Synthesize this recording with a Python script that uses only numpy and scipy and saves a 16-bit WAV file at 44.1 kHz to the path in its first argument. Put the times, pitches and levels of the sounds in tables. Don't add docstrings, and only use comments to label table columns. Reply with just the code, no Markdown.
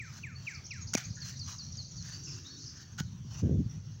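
import sys
import numpy as np
from scipy import signal
from scipy.fft import rfft, irfft, next_fast_len
from scipy.io import wavfile
from scipy.ndimage import uniform_filter1d, map_coordinates

SR = 44100
rng = np.random.default_rng(int(sys.argv[2]) if len(sys.argv) > 2 else 0)


def wav_record(signal):
    frames = np.transpose(np.atleast_2d(signal))
    bounded = np.clip(frames, -1, 1)
    quanta = np.round(bounded * 32767).astype(np.int16)
    wavfile.write(sys.argv[1], SR, quanta)


N = 176400
PATCH_DB = 2.5
CLICK_RISE_S = 0.0003


def amp(db):
    return 10 ** (np.asarray(db) / 20)


def unit(x):
    return x / np.sqrt(np.mean(x ** 2) + 1e-20)


def clock(samples=N):
    return np.arange(samples) / SR


def along(points, hz):
    f, v = np.transpose(points)
    return np.interp(np.log(hz + 1), np.log(f + 1), v)


def wobble(rate):
    return map_coordinates(rng.standard_normal(int(N * rate / SR) + 4), [np.arange(N) * rate / SR])


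def filtered(x, response):
    size = next_fast_len(N + SR // 2)
    return irfft(rfft(x, size) * response(np.fft.rfftfreq(size, 1 / SR)), size)[:N]


def noise(colour, grain_db=0, patchy_db=0):
    grains = amp(grain_db * np.clip(wobble(900), -2, 2))
    spectrum = signal.stft(rng.standard_normal(N) * grains, nperseg=512)[2]
    patches = uniform_filter1d(rng.standard_normal(spectrum.shape), size=3, axis=0)
    patches = uniform_filter1d(patches, size=14, axis=1)
    patchy = signal.istft(spectrum * amp(patchy_db * unit(patches)), nperseg=512)[1][:N]
    return unit(filtered(patchy, lambda hz: amp(along(colour, hz))))


def swells(rows):
    t = clock()
    return sum(amp(db) * np.exp(np.minimum(t - s, 0) / rise - np.maximum(t - s - hold, 0) / fall)
               for s, db, rise, hold, fall in rows)


def fade(t, ring_s):
    return np.exp(-np.log(1000) * t / ring_s)


def ring(t, hz, ring_s):
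    return np.sin(2 * np.pi * hz * t) * fade(t, ring_s)


def add(track, s, sound):
    i = round(s * SR)
    sound, i = sound[max(-i, 0):], max(i, 0)
    track[i:i + len(sound)] += sound[:N - i]


def thuds(rows, rise_s=0.0026):
    out, t = np.zeros(N), clock(SR // 5)
    for s, db, hz, ring_s in rows:
        add(out, s, amp(db) * ring(t, hz, ring_s) * (1 - np.exp(-t / rise_s)))
    return out


# f/Hz, ring/s
TREES = [(300, 0.2), (2000, 0.43), (6000, 0.22), (12000, 0.22)]
def outdoors(x, echo_db, trunks=8, build_s=.018, spread_s=.11):
    hz, t, spectrum = signal.stft(rng.standard_normal(SR // 2), SR, nperseg=256)
    envelope = fade(t, along(TREES, hz)[:, None]) * (1 - np.exp(-t / build_s))
    tail = signal.istft(spectrum * envelope, SR, nperseg=256)[1]
    tail /= np.linalg.norm(tail)
    delays = build_s + spread_s * rng.random(trunks)
    tail[(delays * SR).astype(int)] += rng.choice([-1, 1], trunks) / np.sqrt(trunks)
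    return x + amp(echo_db) * signal.fftconvolve(x, tail / np.linalg.norm(tail))[:N]


# f/Hz, level/dB
AIR_COLOUR = [(200, -3), (300, 6.5), (640, -2.5), (1000, -1.5), (1550, -2.5), (2140, -6), (3500, -2.5),
              (4800, -25), (5850, 3.5), (8280, -23), (13400, -32), (15500, -14.5)]
def air(level_db=-64.5, drift_db=2):
    return amp(level_db + drift_db * wobble(15)) * noise(AIR_COLOUR, patchy_db=PATCH_DB)


# t/s, relative level/dB
RUMBLE_LEVELS = [(0, -44.5), (0.45, -46), (0.65, -47.5), (1.0, -45), (1.3, -42), (1.7, -46.5), (2.3, -46),
                 (2.6, -51.5), (2.88, -50), (3.05, -42.5), (3.4, -41)]
# f/Hz, level/dB
RUMBLE_COLOUR = [(20, -19), (40, -8), (62, -2.5), (90, 5.5), (140, 5), (200, -7), (290, -21), (420, -40.5),
                 (600, -57), (1000, -69)]
def rumble(trim_db=-0.5, calm_s=3.8, calm_db=-6.5):
    t = clock()
    calm = np.clip((t - calm_s) / 0.0084, 0, 1)
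    level_db = np.interp(t, *np.transpose(RUMBLE_LEVELS)) + trim_db + calm_db * calm
    return amp(level_db + 2.57 * wobble(20)) * noise(RUMBLE_COLOUR)


# t/s, level/dB, rise/s, hold/s, fall/s
DRONE = [(2.17, -62.5, 0.052, 0.48, 0.31)]
# f/Hz, level/dB
DRONE_COLOUR = [(150, -16.5), (260, 10.5), (340, 6), (430, -4), (600, -27.5), (1000, -53)]
def drone():
    return swells(DRONE) * noise(DRONE_COLOUR, patchy_db=PATCH_DB)


# t/s, relative level/dB
WILDLIFE_LEVELS = [(0.0, -54.5), (0.24, -60.5), (0.43, -61), (0.86, -55), (1.06, -54), (1.5, -48.5),
                   (1.82, -52), (2.16, -51), (2.67, -52), (2.81, -57), (3.05, -57), (3.24, -69.5),
                   (3.5, -66), (4.0, -60)]
# f/Hz, level/dB
WILDLIFE_COLOUR = [(3000, -53), (3700, -11), (4300, -2.5), (5000, -8), (5800, 2.5), (6600, -2.5),
                   (7200, -21.5), (8200, -34), (11000, -49)]
def insects(trim_db=-4.5, flicker_db=1.6):
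    level_db = np.interp(clock(), *np.transpose(WILDLIFE_LEVELS)) + trim_db + flicker_db * wobble(29.79)
    return amp(level_db) * noise(WILDLIFE_COLOUR, grain_db=3.5, patchy_db=PATCH_DB)


def chorus(count=140, trim_db=-6, typical_note_s=.026, low_hz=3960, high_hz=6780, glide_hz=900):
    notes = np.zeros(N)
    for when, pitch, length, glide, strength in rng.random((count, 5)):
        progress = np.linspace(0, 1, int((.5 + length) * typical_note_s * SR))
        hz = low_hz + pitch * (high_hz - low_hz) + glide_hz * (2 * glide - 1) * progress
        envelope = (.5 + strength) * np.sin(np.pi * progress)
        add(notes, when * N / SR, envelope * np.sin(2 * np.pi * np.cumsum(hz) / SR))
    twitter = filtered(outdoors(notes, echo_db=-0.5), lambda hz: amp(along(WILDLIFE_COLOUR, hz)))
    level_db = np.interp(clock(), *np.transpose(WILDLIFE_LEVELS)) + trim_db
    return amp(level_db) * unit(twitter)


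# t/s, level/dB, rise/s, hold/s, fall/s
FAR_CALLS = [(1.172, -56.5, 0.004, 0.012, 0.09), (1.62, -71, 0.025, 0.045, 0.019),
             (2.36, -69, 0.055, 0.033, 0.24), (2.77, -61.5, 0.024, 0.049, 0.083)]
# f/Hz, level/dB
FAR_CALL_COLOUR = [(800, -32), (1250, 0.5), (1500, 24), (1850, 25.5), (2400, -51), (3200, -41)]
def far_calls():
    return swells(FAR_CALLS) * noise(FAR_CALL_COLOUR, patchy_db=2 * PATCH_DB)


FLUTTER_PER_S = 170
# t/s, length/s, start f/Hz, end f/Hz, level/dB, buzz depth/Hz
CHIPS = [(0.348, 0.043, 4340, 4530, -48.5, 37.6), (0.544, 0.012, 4620, 5730, -41.5, 605),
         (0.552, 0.016, 5720, 4250, -45, 500), (0.638, 0.028, 5540, 5550, -44, 427),
         (0.657, 0.018, 6090, 6150, -42.5, 660), (0.706, 0.012, 5490, 5430, -38.5, 432),
         (0.712, 0.016, 4850, 4220, -46, 470), (0.807, 0.036, 6730, 6500, -42.5, 200),
         (0.867, 0.027, 5700, 4790, -44, 740), (0.874, 0.036, 6400, 6360, -46, 430),
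         (1.038, 0.023, 4630, 4570, -46.5, 500), (1.035, 0.035, 5500, 6530, -42, 402),
         (1.1, 0.0197, 5600, 4500, -46.5, 586), (1.151, 0.013, 6880, 6900, -49.5, 190),
         (1.721, 0.013, 7030, 5060, -42.5, 507), (1.845, 0.019, 5040, 4360, -46.5, 170),
         (1.902, 0.023, 6700, 6870, -53, 150), (2.106, 0.074, 4300, 4750, -45.5, 65.7),
         (2.298, 0.039, 5800, 5230, -44, 606), (2.186, 0.039, 4500, 4750, -52, 69.5),
         (2.442, .055, 3350, 4140, -49, 160), (2.478, 0.072, 4270, 4470, -50, 90),
         (2.635, 0.09, 5870, 5100, -45, 640), (2.261, 0.047, 2935, 2450, -55, 152),
         (3.692, 0.028, 5700, 5670, -50.5, 360)]
def chips(buzz_per_s=800, flutter_db=4):
    out = np.zeros(N)
    for s, length, start_hz, end_hz, db, buzz_hz in CHIPS:
        n = int(length * SR)
        progress = np.linspace(0, 1, n)
        hz = start_hz + (end_hz - start_hz) * np.sin(progress * np.pi / 2)
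        hz += buzz_hz * np.tanh(wobble(buzz_per_s)[:n])
        flutter = unit(amp(flutter_db * np.tanh(wobble(FLUTTER_PER_S)[:n])))
        tone = np.sin(2 * np.pi * np.cumsum(hz) / SR)
        add(out, s, amp(db) * flutter * np.sin(np.pi * progress) * tone)
    return out


def whistles(rows, shape, warble, settle_s=.012, flutter_db=3, resonance_hz=7580, width_hz=330):
    times, pitch, level = np.transpose(shape)
    out, t = np.zeros(N), clock(int(times[-1] * SR))
    envelope = amp(np.interp(t, times, level)) * signal.windows.tukey(len(t), .07)
    depth = warble * (.15 + np.exp(-t / settle_s))
    for s, db in rows:
        hz = np.interp(t, times, pitch) * (1 + depth * wobble(600)[:len(t)])
        phase = 2 * np.pi * np.cumsum(hz) / SR
        overtone = amp(-6.5) * np.exp(-((4 * hz - resonance_hz) / width_hz) ** 2) * np.sin(4 * phase)
        flutter = amp(flutter_db * wobble(FLUTTER_PER_S)[:len(t)])
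        add(out, s, amp(db) * envelope * flutter * (np.sin(phase) + overtone))
    return out


# t/s, level/dB
LOW_SONG = [(-0.011, -39.5), (0.229, -40), (0.464, -38.5), (0.704, -40), (0.942, -42)]
HIGH_SONG = [(1.200, -43), (1.391, -43), (1.581, -41.5), (1.769, -42), (1.966, -46)]
FAR_SONG = [(2.236, -46.5), (2.578, -51.5)]
# t/s, f/Hz, relative level/dB
LOW_NOTE = [(0, 2980, -7), (.012, 2480, 1), (.023, 2190, -1), (.036, 1890, -10), (.052, 1690, -12),
            (.08, 1380, -19), (.14, 1120, -27)]
HIGH_NOTE = [(0, 6900, -6), (.005, 5900, 1), (.01, 4800, -2), (.022, 4490, 0), (.036, 4290, -2),
             (.065, 4050, -14)]
FAR_NOTE = [(0, 7000, -3), (.012, 5950, 1), (.026, 5300, -1), (.05, 4900, -5), (.075, 4600, -11)]
def songbirds():
    return (outdoors(whistles(LOW_SONG, LOW_NOTE, warble=.005), echo_db=-10)
            + outdoors(whistles(HIGH_SONG, HIGH_NOTE, warble=.05), echo_db=-10)
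            + outdoors(whistles(FAR_SONG, FAR_NOTE, warble=.04), echo_db=3)
            + outdoors(chips(), echo_db=-4))


# t/s, level/dB, rise/s, hold/s, fall/s, top f/Hz
PUFFS = [(3.246, -39, 0.004, 0.012, 0.0091, 260), (3.441, -24, 0.01, 0.028, 0.02, 700),
         (3.512, -25.5, .008, 0.047, 0.006, 700), (3.572, -24.5, .004, .032, .022, 380),
         (3.659, -34, 0.003, 0.009, 0.003, 230), (3.768, -38.5, 0.004, 0.01, 0.01, 220)]
# f/Hz, level/dB
PUFF_COLOUR = [(20, -18.5), (50, -6.5), (85, 5.5), (115, 1.5), (150, 3.5), (260, -4), (400, -14),
               (600, -23), (900, -42.5), (1400, -71)]
# t/s, level/dB, f/Hz, ring/s
BUFFETS = [(3.4372, -14, 240, 0.022), (3.4935, -10, 320, 0.012), (3.508, -15, 205, 0.026),
           (3.5485, -13, 190, 0.025)]
def wind(buffet_top_hz=760):
    swirls = noise(PUFF_COLOUR) * amp(1.5 * wobble(80))
    puffs = sum(filtered(swells([puff]) * swirls, lambda hz: 1 / (1 + (hz / top_hz) ** 4))
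                for *puff, top_hz in PUFFS)
    muffle = signal.butter(4, buffet_top_hz, fs=SR, output='sos')
    return puffs + signal.sosfilt(muffle, thuds(BUFFETS))


# t/s, level/dB, rise/s, hold/s, fall/s, crunch f/Hz
STEPS = [(0.163, -52.5, 0.071, 0.021, 0.027, 1380), (0.457, -56, 0.051, 0.093, 0.022, 1830),
         (1.26, -46.5, 0.029, 0.033, 0.036, 1870), (1.486, -48.5, 0.03, 0.03, 0.061, 1240),
         (2.05, -51.5, 0.025, 0.089, 0.05, 1660), (2.368, -56.5, 0.12, 0.018, 0.17, 1350),
         (2.81, -59, 0.12, 0.027, 0.019, 1520), (3.34, -52.5, 0.05, 0.057, 0.038, 1020)]
# f/Hz, level/dB
RUSTLE_COLOUR = [(200, -24), (600, -8.5), (950, -7), (1600, 0.5), (2300, -6), (2800, 3), (3500, -2.5),
                 (4200, 2), (6200, 9.5), (7200, 0), (8300, -23.5), (13000, -27), (15300, -11)]
CRACKLE_COLOUR = [(4000, -38), (6500, 6.5), (8500, 1), (11000, -8.5), (13000, -14), (15300, -11.5)]
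def steps(crunch_db=-9.5, crunch_width_hz=580, crackle_db=12, crispness=1.64):
    uneven = amp(1.8 * wobble(70))
    weight, crunch = np.zeros(N), np.zeros(N)
    for *press, hz in STEPS:
        load = swells([press]) * uneven
        grains = rng.standard_normal(N) * amp(4 * np.clip(wobble(300), -2, 2))
        crunch += load * unit(filtered(grains, lambda f: 1 / (1 + ((f - hz) / crunch_width_hz) ** 2) ** 2))
        weight += load
    crackle = weight ** crispness * noise(CRACKLE_COLOUR, grain_db=9)
    rustle = weight * noise(RUSTLE_COLOUR, grain_db=-0.5, patchy_db=3.5)
    return rustle + amp(crunch_db) * crunch + amp(crackle_db) * crackle


# t/s, level/dB
SNAPS = [(2.026, -21), (2.283, -24)]
def stalks(hz=5630, ring_s=0.0033):
    out, t = np.zeros(N), clock(SR // 100)
    tick = ring(t, hz, ring_s) * (1 - np.exp(-t / CLICK_RISE_S)) ** 2
    for s, db in SNAPS:
        add(out, s, amp(db) * tick)
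    return out


# t/s, level/dB, f/Hz, ring/s
THUDS = [(0.9513, -8, 218, 0.017), (3.0058, -16, 172, 0.028)]
def ball_and_turf(knock_db=-11):
    out = thuds(THUDS)
    s, db = THUDS[0][:2]
    add(out, s, -amp(db + knock_db) * ring(clock(SR // 5), hz=643, ring_s=0.0084))
    return out


# f/Hz, relative level/dB, free ring/s
SHAFT_TONES = [(897, -5.5, 0.057), (1380, -8.5, 0.029), (1475, 1, 0.089), (1520, -8, 0.07), (1650, -3, .05),
               (1850, -12.5, 0.058), (3060, -9.5, 0.11)]
def shaft(t, ring_share, rise_s=0.00083):
    tones = sum(amp(db + rng.normal(0, 3.1)) * ring(t, hz, ring_s * ring_share)
                for hz, db, ring_s in SHAFT_TONES)
    return tones * (1 - np.exp(-t / rise_s))


# f/Hz, relative level/dB, ring as a multiple of the click's
FACE_TONES = [(1550, -48, 1.8), (2180, -15.5, 2.5), (2840, -15, 1.75), (3900, -14, 1), (4760, -13, 2.4),
              (5800, -9.5, 3.1), (6240, 0, 0.91), (6600, -11, 1), (9940, -23, 1.8)]
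def face(t, ring_s, crack_db=-25.5, crack_s=0.013):
    tones = sum(amp(db + rng.normal(0, 1)) * ring(t, hz, ring_s * times) for hz, db, times in FACE_TONES)
    crack = amp(crack_db) * rng.standard_normal(len(t)) * fade(t, crack_s)
    return (tones + crack) * (1 - np.exp(-t / CLICK_RISE_S))


# t/s, face level/dB, face ring/s, shaft level/dB
CLICKS = [(0.9351, -24, .005, -38), (0.9387, -9.5, .003, -47), (0.9516, -9, .0038, -52),
          (0.9762, -18.5, .005, -35), (0.9811, -22, .007, -37)]
# t/s, level/dB
LANDINGS = [(2.9855, -41), (2.994, -45), (3.001, -43)]
# t/s, level/dB, rise/s, hold/s, fall/s
SCRAPES = [(0.9455, -37, 0.002, 0.006, 0.0024), (0.970, -42.5, 0.003, 0.014, 0.042),
           (2.984, -44, 0.0035, 0.016, .012), (3.001, -38.5, .002, .003, .002)]
# f/Hz, level/dB
SCRAPE_COLOUR = [(290, -19), (500, -18), (781, 1), (997, -14), (1450, 5), (1900, 1.5), (2600, -10),
                 (3060, 1), (3630, -3.5), (6640, 2.5), (8980, -26), (13400, -23.5), (15500, -11.5)]
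def club():
    knocks, t = np.zeros(N), clock(SR // 5)
    for s, face_db, ring_s, shaft_db in CLICKS:
        add(knocks, s, amp(face_db) * face(t, ring_s))
        add(knocks, s, amp(shaft_db) * shaft(t, ring_share=0.38))
    for s, db in LANDINGS:
        add(knocks, s, amp(db) * shaft(t, ring_share=1))
    scrapes = swells(SCRAPES) * noise(SCRAPE_COLOUR, grain_db=3)
    return outdoors(knocks + scrapes, echo_db=-26)


def scene():
    player = club() + ball_and_turf() + steps() + stalks()
    background = songbirds() + far_calls() + insects() + air() + chorus() + rumble() + drone()
    return (player + background + wind())[None]


def record(dry, low_cut_hz=60.5, top_hz=15850):
    bass_cut = signal.butter(2, low_cut_hz, 'highpass', fs=SR, output='sos')
    return filtered(signal.sosfilt(bass_cut, dry[0]), lambda hz: hz < top_hz)[None]


dry = scene()
out = record(dry)
wav_record(out)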